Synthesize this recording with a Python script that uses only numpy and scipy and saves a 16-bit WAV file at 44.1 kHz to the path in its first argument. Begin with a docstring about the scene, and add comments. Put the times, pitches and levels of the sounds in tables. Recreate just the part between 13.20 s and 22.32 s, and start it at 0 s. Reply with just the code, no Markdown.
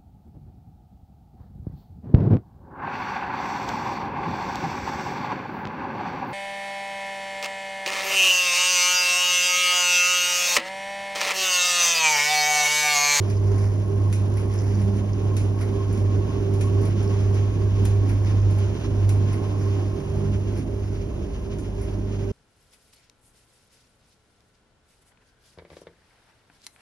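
"""Laundrette tumble dryers

A phone is carried along a row of dryers in a tiled room, then away. Mains hum throbs against a slipping
motor, blowers push air through ducts and a whistling grille, drums rumble, a loose part buzzes faintly.
Once a drum turn a zip clacks on the steel and the wet bundle knocks after it; in between, buttons tick,
seams scrape and cloth rustles."""
import sys
import numpy as np
from scipy import signal
from scipy.fft import rfft, irfft, next_fast_len
from scipy.io import wavfile

SR = 44100
rng = np.random.default_rng(int(sys.argv[2]) if len(sys.argv) > 2 else 0)


def wav_record(signal):
    """Record a signal, one row per channel, as 16-bit PCM in the file named by sys.argv[1]."""
    frames = np.transpose(np.atleast_2d(signal))
    bounded = np.clip(frames, -1, 1)
    # unit amplitude maps onto the largest positive 16-bit level
    quanta = np.round(bounded * 32767).astype(np.int16)
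    wavfile.write(sys.argv[1], SR, quanta)


N = 402191
TIME = np.arange(N) / SR
SIZE = next_fast_len(N, True)
FREQS = np.maximum(np.fft.rfftfreq(SIZE, 1 / SR), 1)


def undb(db):
    """Decibels to gain."""
    return 10 ** (np.asarray(db) / 20)


def unit(x):
    """Scale to rms 1."""
    return x / np.sqrt(np.mean(x ** 2))


def curves(table):
    """The columns of a time table as automation curves, one value a sample."""
    s, *columns = np.transpose(table)
    return [np.interp(TIME, s, c) for c in columns]


def across(points):
    """A (frequency, value) table spread over all frequencies."""
    hz, value = np.transpose(points)
    return np.interp(np.log(FREQS), np.log(np.sort(hz)), value)


def colour(x, eq):
    """Apply an EQ curve, scaled so that white noise keeps its power."""
    return irfft(rfft(x, SIZE) * unit(undb(across(eq))), SIZE)[..., :N]


def noise():
    """Two white noises: what both microphone ports share, and what reaches them diffusely."""
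    return rng.standard_normal((2, N))


def drift(rate_hz):
    """Smooth random modulation with rms 1."""
    coarse = rng.standard_normal(8192)
    hz = np.arange(len(coarse) // 2 + 1) / TIME[-1]
    smooth = irfft(rfft(coarse) / (1 + (hz / rate_hz) ** 4))
    return unit(np.interp(TIME, np.linspace(0, TIME[-1], len(coarse)), smooth))


def swell(middle_s, half_s, steepness=2):
    """A bell-shaped fade in and out."""
    return np.exp(-((TIME - middle_s) / half_s) ** steepness)


def flutter(phase, rate_hz):
    """A carrier that wanders in level and phase: a narrow band of noise."""
    return drift(rate_hz) * np.sin(phase) + drift(rate_hz) * np.cos(phase)


def tone(hz, unsteady, flutter_hz):
    """A sine of which the unsteady share flutters."""
    phase = 2 * np.pi * (hz * TIME + rng.random())
    return unit((1 - unsteady) * np.sin(phase) + unsteady * flutter(phase, flutter_hz) / 2)


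def grains(triggers, decay_s):
    """Each trigger fires a decaying grain of noise."""
    power = signal.lfilter([1], [1, -np.exp(-1 / (decay_s * SR))], triggers + 1e-18)
    return unit(noise() * np.sqrt(power))


# EQ of the room tone: (frequency [Hz], relative level [dB])
ROOM_EQ = [(4000, -8), (7400, -4), (8400, -2), (9300, 3), (11500, 0)]


def room_tone(level_db=-66):
    """The thin, even hiss of the room."""
    return colour(noise(), ROOM_EQ) * undb(level_db)


# faders along the walk: (time [s], drum rumble [dB], roar bass [dB], roar treble [dB], air hiss [dB])
BED_FADERS = [(0.1, -44.5, -33.5, -48.5, -52), (0.17, -36.5, -35.5, -49, -55),
              (3.72, -35, -32, -49.5, -51.5), (3.82, -38, -33, -50, -50.5), (4.5, -31.5, -34, -50, -51),
              (6.53, -38, -34, -49, -52), (7.05, -32.5, -36.5, -49.5, -54), (7.42, -37.5, -34.5, -53, -54),
              (7.69, -34.5, -37, -54.5, -55.5), (8.83, -38.5, -37, -54.5, -55.5),
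              (8.95, -47.5, -37, -53, -53.5)]
# EQs of drum rumble, duct roar and air hissing through the drum holes: (frequency [Hz], rel. level [dB])
RUMBLE_EQ = [(15, -23), (28, -13), (42, -5.5), (55, -4.5), (65, -0.5), (85, -4.5), (120, -13), (180, -31.5),
             (400, -66.5)]
ROAR_EQ = [(60, -17.5), (130, 1), (190, 1), (245, -1.5), (290, 0.5), (320, -1.5), (410, -3.5), (460, -11),
           (560, -11.5), (630, -11.5), (720, -14.5), (1000, -18.5), (1300, -30.5), (3000, -48.5)]
HISS_EQ = [(500, -12.5), (1200, 3), (1550, 3), (1850, -0.5), (2500, 3.5), (3100, 3.5), (3800, -3.5),
           (4500, -5.5), (5600, -3), (6600, -1.5), (7600, -27), (8600, -13.5), (12000, -25.5)]


def dryer_bed(crossover_hz=580, surge_db=1.24, flicker_db=1.7):
    """Drums rumble, blowers roar and hiss; the machines' fronts shade the roar's treble sooner."""
    rumble_db, bass_db, treble_db, hiss_db = curves(BED_FADERS)
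    out = colour(noise(), RUMBLE_EQ) * undb(rumble_db + 1)
    roar = colour(noise(), ROAR_EQ)
    bass = irfft(rfft(roar, SIZE) / (1 + (FREQS / crossover_hz) ** 6), SIZE)[:, :N]
    out += bass * undb(bass_db + 1 + surge_db * drift(8.5))
    out += (roar - bass) * undb(treble_db + 18 + surge_db * drift(7.4))
    return out + colour(noise(), HISS_EQ) * undb(hiss_db + 3 + flicker_db * drift(19))


# hum along the walk through the room's standing waves: (time [s], hum [dB], motor relative to hum [dB])
HUM_FADERS = [(0.0, -20.0, -13), (2.7, -23, -15), (3.0, -23.5, 0), (3.3, -22.5, -17), (3.7, -19, -15.5),
              (4.0, -24, -6), (4.3, -19, -6), (4.9, -19.5, -25), (5.2, -19.5, -10), (5.5, -23.5, -1),
              (5.9, -19, -13.5), (6.8, -28, -3), (7.1, -25, -19.5), (7.6, -28, -4.5), (7.9, -34.5, -11.9),
              (8.15, -47, -6), (8.3, -37, -12), (8.8, -29, -27), (9.12, -30, -9.5)]


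def hum(hum_hz=100, slip_hz=1.615, in_step_s=0.338, unsteady=0.079):
    """The mains hum and a motor slipping just under it drift in and out of step, so the sum throbs."""
    hum_db, motor_db = curves(HUM_FADERS)
    phase = 2 * np.pi * hum_hz * TIME
    slip = 2 * np.pi * slip_hz * (TIME - in_step_s)
    motor = undb(motor_db) * np.sin(phase - slip)
    return np.sqrt(2) * undb(hum_db) * (np.sin(phase) + motor + unsteady * flutter(phase, 10))


# faders of the blower's shaft and of its strongest blade tone: (time [s], level [dB])
SHAFT_FADER = [(0.05, -45), (.35, -33), (.6, -46), (2.3, -38), (3.5, -39), (4.7, -35.5), (5.15, -31),
               (5.75, -37), (6.8, -43.5), (7.95, -32), (8.2, -33.5), (9.05, -32)]
BLADE_FADER = [(0, -35), (.08, -38.5), (.2, -43), (.32, -29.5), (.45, -44), (.6, -44.5), (.72, -33),
               (.87, -45), (1.1, -43.5), (1.25, -39), (1.8, -42), (2.0, -35.5), (2.17, -46), (2.44, -33.5),
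               (2.75, -37.5), (2.9, -36), (3.07, -41), (3.22, -30.5), (3.45, -36), (3.55, -36),
               (3.73, -38.5), (3.92, -36), (4.09, -39.5), (4.24, -32.5), (4.4, -46), (4.6, -38),
               (4.69, -43), (4.74, -30.5), (4.8, -34.5), (4.9, -51.5), (6.1, -43.5), (6.45, -36.5),
               (6.65, -41), (6.9, -33.5), (7.35, -43.5), (7.8, -43.5), (8.3, -47), (8.6, -38.5),
               (8.85, -42.5), (9.12, -34.5)]
# low tones that swell and fade, mostly the hum's overtone near 200 Hz:
# (middle [s], half length [s], pitch [Hz], level [dB])
LOW_SWELLS = [(1.68, 0.2, 200, -35), (2.79, 0.12, 200, -34.5), (4.9, 0.14, 280.6, -36),
              (6.56, 0.11, 290.4, -37.5), (6.997, 0.3, 147, -34.5), (7.07, .12, 200, -33.5),
              (8.9, .14, 198, -36.5)]
# weaker motor and fan tones: (pitch [Hz], level [dB], unsteady share [0-1], flutter rate [Hz])
FAN_TONES = [(68.4, -43, 0.83, 2.5), (149.8, -48.5, 0.4, 4.7), (199, -44, 0.26, 4.9),
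             (294.2, -47.5, 0.43, 3), (345, -46.5, 0.73, 5.2), (399, -47.5, 0.58, 5.5),
             (500.5, -57.5, 0.8, 9.1), (595, -52.5, 0.32, 3.3), (622.5, -54, 0.8, 4.5)]


def machine_tones():
    """An unbalanced shaft thrums, blade tones flutter in the uneven air flow, low tones swell and fade."""
    out = undb(curves(SHAFT_FADER)[0] - 0.5) * tone(hz=49.5, unsteady=0.23, flutter_hz=1.6)
    out += undb(curves(BLADE_FADER)[0] - 1.5) * tone(hz=395.2, unsteady=0.15, flutter_hz=5)
    for s, half, hz, db in LOW_SWELLS:
        out += undb(db) * swell(s, half) * tone(hz, unsteady=0.21, flutter_hz=2.9)
    for hz, db, unsteady, flutter_hz in FAN_TONES:
        out += undb(db) * tone(hz, unsteady, flutter_hz)
    return out


# the grille's whistle along the walk: (time [s], pitch [Hz], level [dB])
GRILLE_WHISTLE = [(0, 1069, -51.5), (2.05, 1077, -51.5), (3.47, 1093, -48.5), (4.5, 1092, -50.5),
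                  (5.0, 1080, -53), (5.6, 1045, -52.5), (6.45, 1075, -47), (7.3, 1062, -60),
                  (9.12, 1056, -57.5)]


def whistle(core_half_width_hz=25, breath_half_width_hz=74):
    """Gusts of air through a grille blow a thin, drifting resonance with a breathy skirt."""
    hz, db = curves(GRILLE_WHISTLE)
    phase = 2 * np.pi * np.cumsum(hz) / SR
    gusts_db = 1.5 * drift(7)
    core = np.array([flutter(phase, core_half_width_hz) for _ in range(2)])
    breath = np.array([flutter(phase, breath_half_width_hz) for _ in range(2)])
    return undb(db - 2.5 + gusts_db) * core + undb(db - 5.5) * breath


# short whistle notes: (middle [s], half length [s], middle pitch [Hz], level [dB])
WHISTLE_NOTES = [(.87, .03, 1083, -46), (2.125, .03, 1056, -45), (2.602, 0.044, 1067, -42.5),
                 (2.919, .025, 1072, -49), (3.108, 0.023, 1070, -41), (3.461, 0.038, 1097, -41.5),
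                 (4.173, .03, 1094, -51), (4.444, .03, 1102, -53), (6.46, 0.032, 1062, -45)]


def chirps(rise_hz_per_s=300, roughness=0.6):
    """Now and then the whistle catches in a short, slightly rough, rising note."""
    out = np.zeros(N)
    wobble, shake = roughness * drift(50), roughness * drift(50) / 2
    for s, half, hz, db in WHISTLE_NOTES:
        age = TIME - s
        phase = 2 * np.pi * (hz + rise_hz_per_s * age / 2) * age
        out += np.sqrt(2) * undb(db) * swell(s, half) * np.sin(phase + wobble)
    return out * (1 + shake)


# spells of buzzing: (middle [s], half length [s], level [dB])
BUZZ_SPELLS = [(.65, 0.95, -64.5), (1.956, 0.94, -67), (6.95, 0.34, -65.5)]


def buzz(mains_hz=50, decay_s=0.0015, scatter_db=1.0):
    """In spells, a loose part taps once each mains cycle."""
    age = TIME % (1 / mains_hz)
    taps = unit(noise() * np.exp(-age / decay_s) * undb(-scatter_db * drift(30)))
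    spells = sum(undb(db) * swell(s, half, steepness=4) for s, half, db in BUZZ_SPELLS)
    return spells * colour(taps, [(3000, -21), (6000, 11.5), (8300, -10), (10000, 9), (12500, -10)])


# EQ of sliding cloth: (frequency [Hz], relative level [dB])
CLOTH_EQ = [(600, -8), (1400, 3.5), (2200, 3.5), (3600, -15), (4700, -2), (6000, 1), (7500, -12),
            (11500, -13)]


def rustle(touches_per_s=50, spread_db=3.5):
    """Seams and folds brush the drum at random, riding 10 dB under the air hiss fader."""
    touching = rng.random(N) < touches_per_s / SR
    strength = undb(spread_db * np.minimum(rng.exponential(size=N), 3))
    brushes = grains(touching * strength ** 2, decay_s=0.0067)
    hiss_db = curves(BED_FADERS)[-1]
    return colour(brushes, CLOTH_EQ) * undb(hiss_db - 10)


# scrapes of seams and studs: (middle [s], half length [s], band centre [Hz], level [dB])
SEAM_SCRAPES = [(0.103, .011, 5600, -46.5), (.17, .02, 5470, -53), (0.273, .012, 5500, -55),
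                (1.343, 0.013, 5500, -54), (1.397, 0.017, 5800, -49), (1.554, .012, 5650, -50),
                (1.935, 0.0055, 5500, -49.5), (3.868, 0.038, 5170, -53.5), (4.149, 0.011, 5430, -54.5),
                (5.075, .014, 5260, -51.5), (5.117, .015, 5270, -54.5), (5.198, 0.04, 5500, -58),
                (6.634, .008, 5500, -56)]


def scrapes(catches_per_s=440, width_octaves=0.5):
    """Seams and studs drag over the drum holes, catching and slipping in short, bright scrapes."""
    catches = (rng.random(N) < catches_per_s / SR) * rng.exponential(size=N)
    grit = grains(catches, decay_s=0.0012)
    out = np.zeros((2, N))
    for s, half, hz, db in SEAM_SCRAPES:
        edges_hz = hz * 2 ** (np.array([-0.5, 0.5]) * width_octaves)
        band = signal.butter(4, edges_hz, "band", fs=SR, output="sos")
        near = np.abs(TIME - s) < 0.5
        out[:, near] += undb(db) * swell(s, half)[near] * unit(signal.sosfilt(band, grit[:, near]))
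    return out


# hits on the drum wall; the last three columns are relative to the hit's level:
# (time [s], level [dB], steel ring [dB], sharp contact [dB], swish [dB])
ZIP_HITS = [(.927, -32, -9.5, -5.5, -26.5), (2.167, -32, -8.5, -12, -27), (3.410, -33, -8.5, -7.5, -27),
            (4.6531, -34, -8.5, 2.5, -29), (5.892, -34.5, -8, -1, -26), (8.386, -41.5, -14, -8, -27)]  # the zip drops from the top of the drum
BUNDLE_HITS = [(1.170, -39.5, -2.5, 0.5, -14), (2.411, -41, 2.5, -2, -8.5), (3.654, -41, -1.5, 1, -9.5),
               (4.891, -43, 3, 2, -8), (6.130, -42.5, 2, 4, -8), (7.374, -43, -8, -3, -8),
               (8.616, -43.5, -6.5, 2, -11.5)]  # the wet bundle lands a quarter of a second later
BUTTON_HITS = [(.101, -42, -3.5, 1, -11.5), (.381, -45, -7, 2, -20), (.417, -44.5, -10, -3, -16.5),
               (1.337, -44, -7, 4, -12), (1.614, -43, -4, -2, -10.5), (1.765, -45, -7, -2, -8.5),
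               (2.727, -42, -14, 3, -13.5), (2.771, -45, -6, 0, -11), (3.337, -43.5, -11, 2, -18),
               (3.616, -45, -15, 2, -16.5), (3.829, -44.5, -5, 3, -13), (4.006, -49, -5, 0, -13),
               (4.144, -45.5, -7.5, 0, -8.5), (5.068, -47.5, 4.5, -5, -1.5), (5.307, -44, -6.5, -2, -14.5),
               (5.385, -44, -3.5, 1, -13)]  # loose buttons and studs tick in between
CUSHIONED_HITS = [*BUNDLE_HITS, *BUTTON_HITS]
ALL_HITS = [*ZIP_HITS, *CUSHIONED_HITS]
# longer slides of the washing: (middle [s], half length [s], level [dB])
CLOTH_SLIDES = [(.40, 0.18, -50.5), (1.46, 0.14, -49.5), (3.93, 0.11, -55), (6.45, 0.09, -50),
                (7.7, 0.13, -55.5)]


def swishes(half_s=0.045, grain_db=2.5):
    """Cloth slides along the drum in a grainy swish with each hit and in a few longer strokes."""
    falls = [(s, half_s, db + swish_db) for s, db, _, _, swish_db in ALL_HITS]
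    envelope = sum(undb(db) * swell(s, half) for s, half, db in [*falls, *CLOTH_SLIDES])
    return colour(noise() * unit(undb(grain_db * drift(150))), CLOTH_EQ) * envelope


def each_hit(hits):
    """Yield each hit's row, the samples around it, their age [s] and the fall [dB] for a t60 of 1 s."""
    for row in hits:
        near = np.flatnonzero(np.abs(TIME - row[0]) < 0.5)
        age = TIME[near] - row[0]
        yield row, near, age, -60 * np.abs(age)


# EQs of the echo off drum and tiles and of the sheet steel's dense ring, for zip and button ticks
# and for the bundle's knock: (frequency [Hz], relative level [dB])
TICK_ECHO_EQ = [(1000, -26), (2500, -2), (4000, -5), (6000, 6.5), (8500, 1.5), (10000, 3.5), (12000, -7.5)]
TICK_RING_EQ = [(500, -19.5), (1000, -1.5), (1500, -9), (2400, 9.5), (3100, 1), (4000, -0.5), (6000, -13),
                (9000, -22)]
KNOCK_ECHO_EQ = [(1000, -20), (2400, -2), (3500, -8), (5600, 1.5), (6600, -3.5), (7800, -8), (9300, 4),
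                 (11000, 3), (12000, -3.5)]
KNOCK_RING_EQ = [(500, -13), (1000, -2.5), (1400, 3.5), (1750, -4), (2150, 6.5), (3200, -5.5), (5600, -10),
                 (9000, -21)]


def hit_tails(hits, echo_eq, ring_eq, ring_db, echo_db=-8.5, echo_t60=0.29, ring_t60=0.31):
    """A brief scrape leads into each hit; afterwards the drum's sheet steel and the tiles ring on."""
    echo_power, ring_power = np.zeros((2, N))
    for (_, db, steel_db, _, _), near, age, fall_db in each_hit(hits):
        lead_in = undb(-16.5) * np.exp(-np.abs(age) / 0.006)
        tail = undb(echo_db + fall_db / echo_t60)
        echo_power[near] += (undb(db) * np.where(age > 0, tail, lead_in)) ** 2
        ring_power[near] += (age > 0) * undb(db + steel_db + ring_db + fall_db / ring_t60) ** 2
    echo = colour(noise() * np.sqrt(echo_power), echo_eq)
    return echo + colour(noise() * np.sqrt(ring_power), ring_eq)


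def rattle(hits, trim_db, t60, hardening=0.78):
    """A short noise burst at each contact; fast hits bite harder, slow ones are cushioned by cloth."""
    envelope = np.zeros(N)
    hardest_db = max(row[1] for row in ALL_HITS)
    for (_, db, _, sharp_db, _), near, age, fall_db in each_hit(hits):
        contact_db = db + sharp_db + hardening * (db - hardest_db)
        envelope[near] += (age > 0) * undb(contact_db + trim_db + fall_db / t60)
    return envelope * rng.standard_normal(N)


# EQ of the bare zip's hard contact: (frequency [Hz], relative level [dB])
ZIP_CLICK_EQ = [(1000, -4), (2500, -.5), (4000, -1), (6000, -3), (8000, -4.5), (10500, 2.5), (12500, 3)]
# EQ of a thin, very high tick, mostly 9-11 kHz: (frequency [Hz], relative level [dB])
THIN_TICK_EQ = [(1500, -13), (3500, -15), (5600, -5), (6700, -10), (7800, -24), (9300, 6.5), (11000, 6.5),
                (12000, -4)]


def snaps(pulse_db=17, bounce_s=0.004, bounce_db=-5):
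    """The attacks: the bare zip gives a sharp pulse and a bounce, bundle and buttons a thin, high tick."""
    zip_clicks = rattle(ZIP_HITS, trim_db=4, t60=0.026)
    for s, db, _, sharp_db, _ in ZIP_HITS:
        pulse = undb(db + sharp_db + pulse_db)
        delay_s = bounce_s * (0.5 + rng.random())
        zip_clicks[int(s * SR)] += pulse
        zip_clicks[int((s + delay_s) * SR)] += pulse * undb(bounce_db)
    thin_ticks = rattle(CUSHIONED_HITS, trim_db=2, t60=0.035)
    return colour(zip_clicks, ZIP_CLICK_EQ) + colour(thin_ticks, THIN_TICK_EQ)


# modes of the drum wall and of the zip's metal pull: (frequency [Hz], relative level [dB], t60 [s])
WALL_MODES = [(1440, -19.5, 0.1), (1750, -22, .11), (2150, -25, .1), (2430, -21, .07), (3770, -22, 0.059),
              (4970, -20.5, .05), (5400, -25, 0.042), (5950, -19.5, .05)]
PULL_MODES = [(4100, -17, .03), (6500, -16, .03), (9750, -13, .035), (10800, -13, .03), (11350, -11, .035)]


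def clacks(hits, modes, trim_db, cushion_db_per_octave=0.0, scatter_db=2, detune=0.025):
    """Each hit rings the metal's modes in a mix set by where it lands; cloth softens the higher ones."""
    hz, mode_db, t60 = np.transpose(modes)[:, :, None]
    mode_db = mode_db - cushion_db_per_octave * np.log2(hz / hz.min())
    out = np.zeros(N)
    for (_, db, *_), near, age, fall_db in each_hit(hits):
        place, shift = rng.standard_normal((2, len(modes), 1))
        envelopes = undb(mode_db + scatter_db * place + fall_db / t60)
        rings = envelopes * np.sin(2 * np.pi * hz * (1 + detune * shift) * age)
        out[near] += (age > 0) * undb(db + trim_db) * rings.sum(0)
    return out


# how alike the two microphone ports sound: (frequency [Hz], likeness [clipped to 0-1])
PORT_LIKENESS = [(100, 4), (300, 0.5), (410, 3), (520, 0.23), (750, 0.45), (1700, 0.83), (2250, 0.4),
                 (3000, 0.76), (3900, 0.68), (5500, 0.8), (6400, 0), (7800, 2.5), (9100, 1), (10000, 26)]
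# phase between the ports: (frequency [Hz], lead of the left [rad])
PORT_LEAD = [(100, 0.2152), (400, 0.47), (680, -1.7), (1000, -0.85), (1800, 0.1), (2550, -3), (3500, -2.5),
             (4200, -1.4), (5600, -0.2), (7000, -4.5), (8700, -2.5), (9300, -6), (12000, -7)]
# balance between the ports: (frequency [Hz], left minus right [dB])
PORT_BALANCE = [(45, 1), (100, -2.5), (200, -5), (300, -5), (400, -9.5), (550, -7.5), (750, -3),
                (1050, 0.5), (12000, -.5)]


def stereo_image(shared, diffuse):
    """Two ports hear the room partly alike, with phase and level differences set by the phone's body."""
    alike = np.clip(across(PORT_LIKENESS), 0, 1)
    sides = np.array([[1], [-1]])
    mid = rfft(shared, SIZE) * np.sqrt((1 + alike) / 2)
    side = rfft(diffuse, SIZE) * np.sqrt((1 - alike) / 2)
    lead = np.exp(0.5j * sides * across(PORT_LEAD))
    balance = undb(sides * across(PORT_BALANCE) / 2)
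    return irfft((mid + sides * side) * lead * balance, SIZE)[:, :N]


def scene():
    """The mix: beds, cloth and tails spread wide; snaps and clacks come from straight ahead."""
    tails = hit_tails([*ZIP_HITS, *BUTTON_HITS], TICK_ECHO_EQ, TICK_RING_EQ, ring_db=-1.5)
    tails += hit_tails(BUNDLE_HITS, KNOCK_ECHO_EQ, KNOCK_RING_EQ, ring_db=-2.5)
    background = dryer_bed() + room_tone() + whistle() + buzz()
    shared, diffuse = background + swishes() + scrapes() + rustle() + tails
    shared += hum() + machine_tones() + chirps()
    metal = clacks(ZIP_HITS, WALL_MODES, trim_db=4.5)
    metal += clacks(ZIP_HITS, PULL_MODES, trim_db=-6.5, detune=0.0084)
    metal += clacks(CUSHIONED_HITS, WALL_MODES, trim_db=-4.5, cushion_db_per_octave=2.5)
    fade = np.clip(np.minimum(TIME, TIME[-1] - TIME) / 0.005, 0, 1)
    return stereo_image(fade * shared, fade * diffuse) + snaps() + metal


def record(dry):
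    """The phone cuts the top steeply above 11750 Hz."""
    return signal.sosfilt(signal.ellip(10, 0.2, 80, 11750, fs=SR, output="sos"), dry)


dry = scene()
out = record(dry)
wav_record(out)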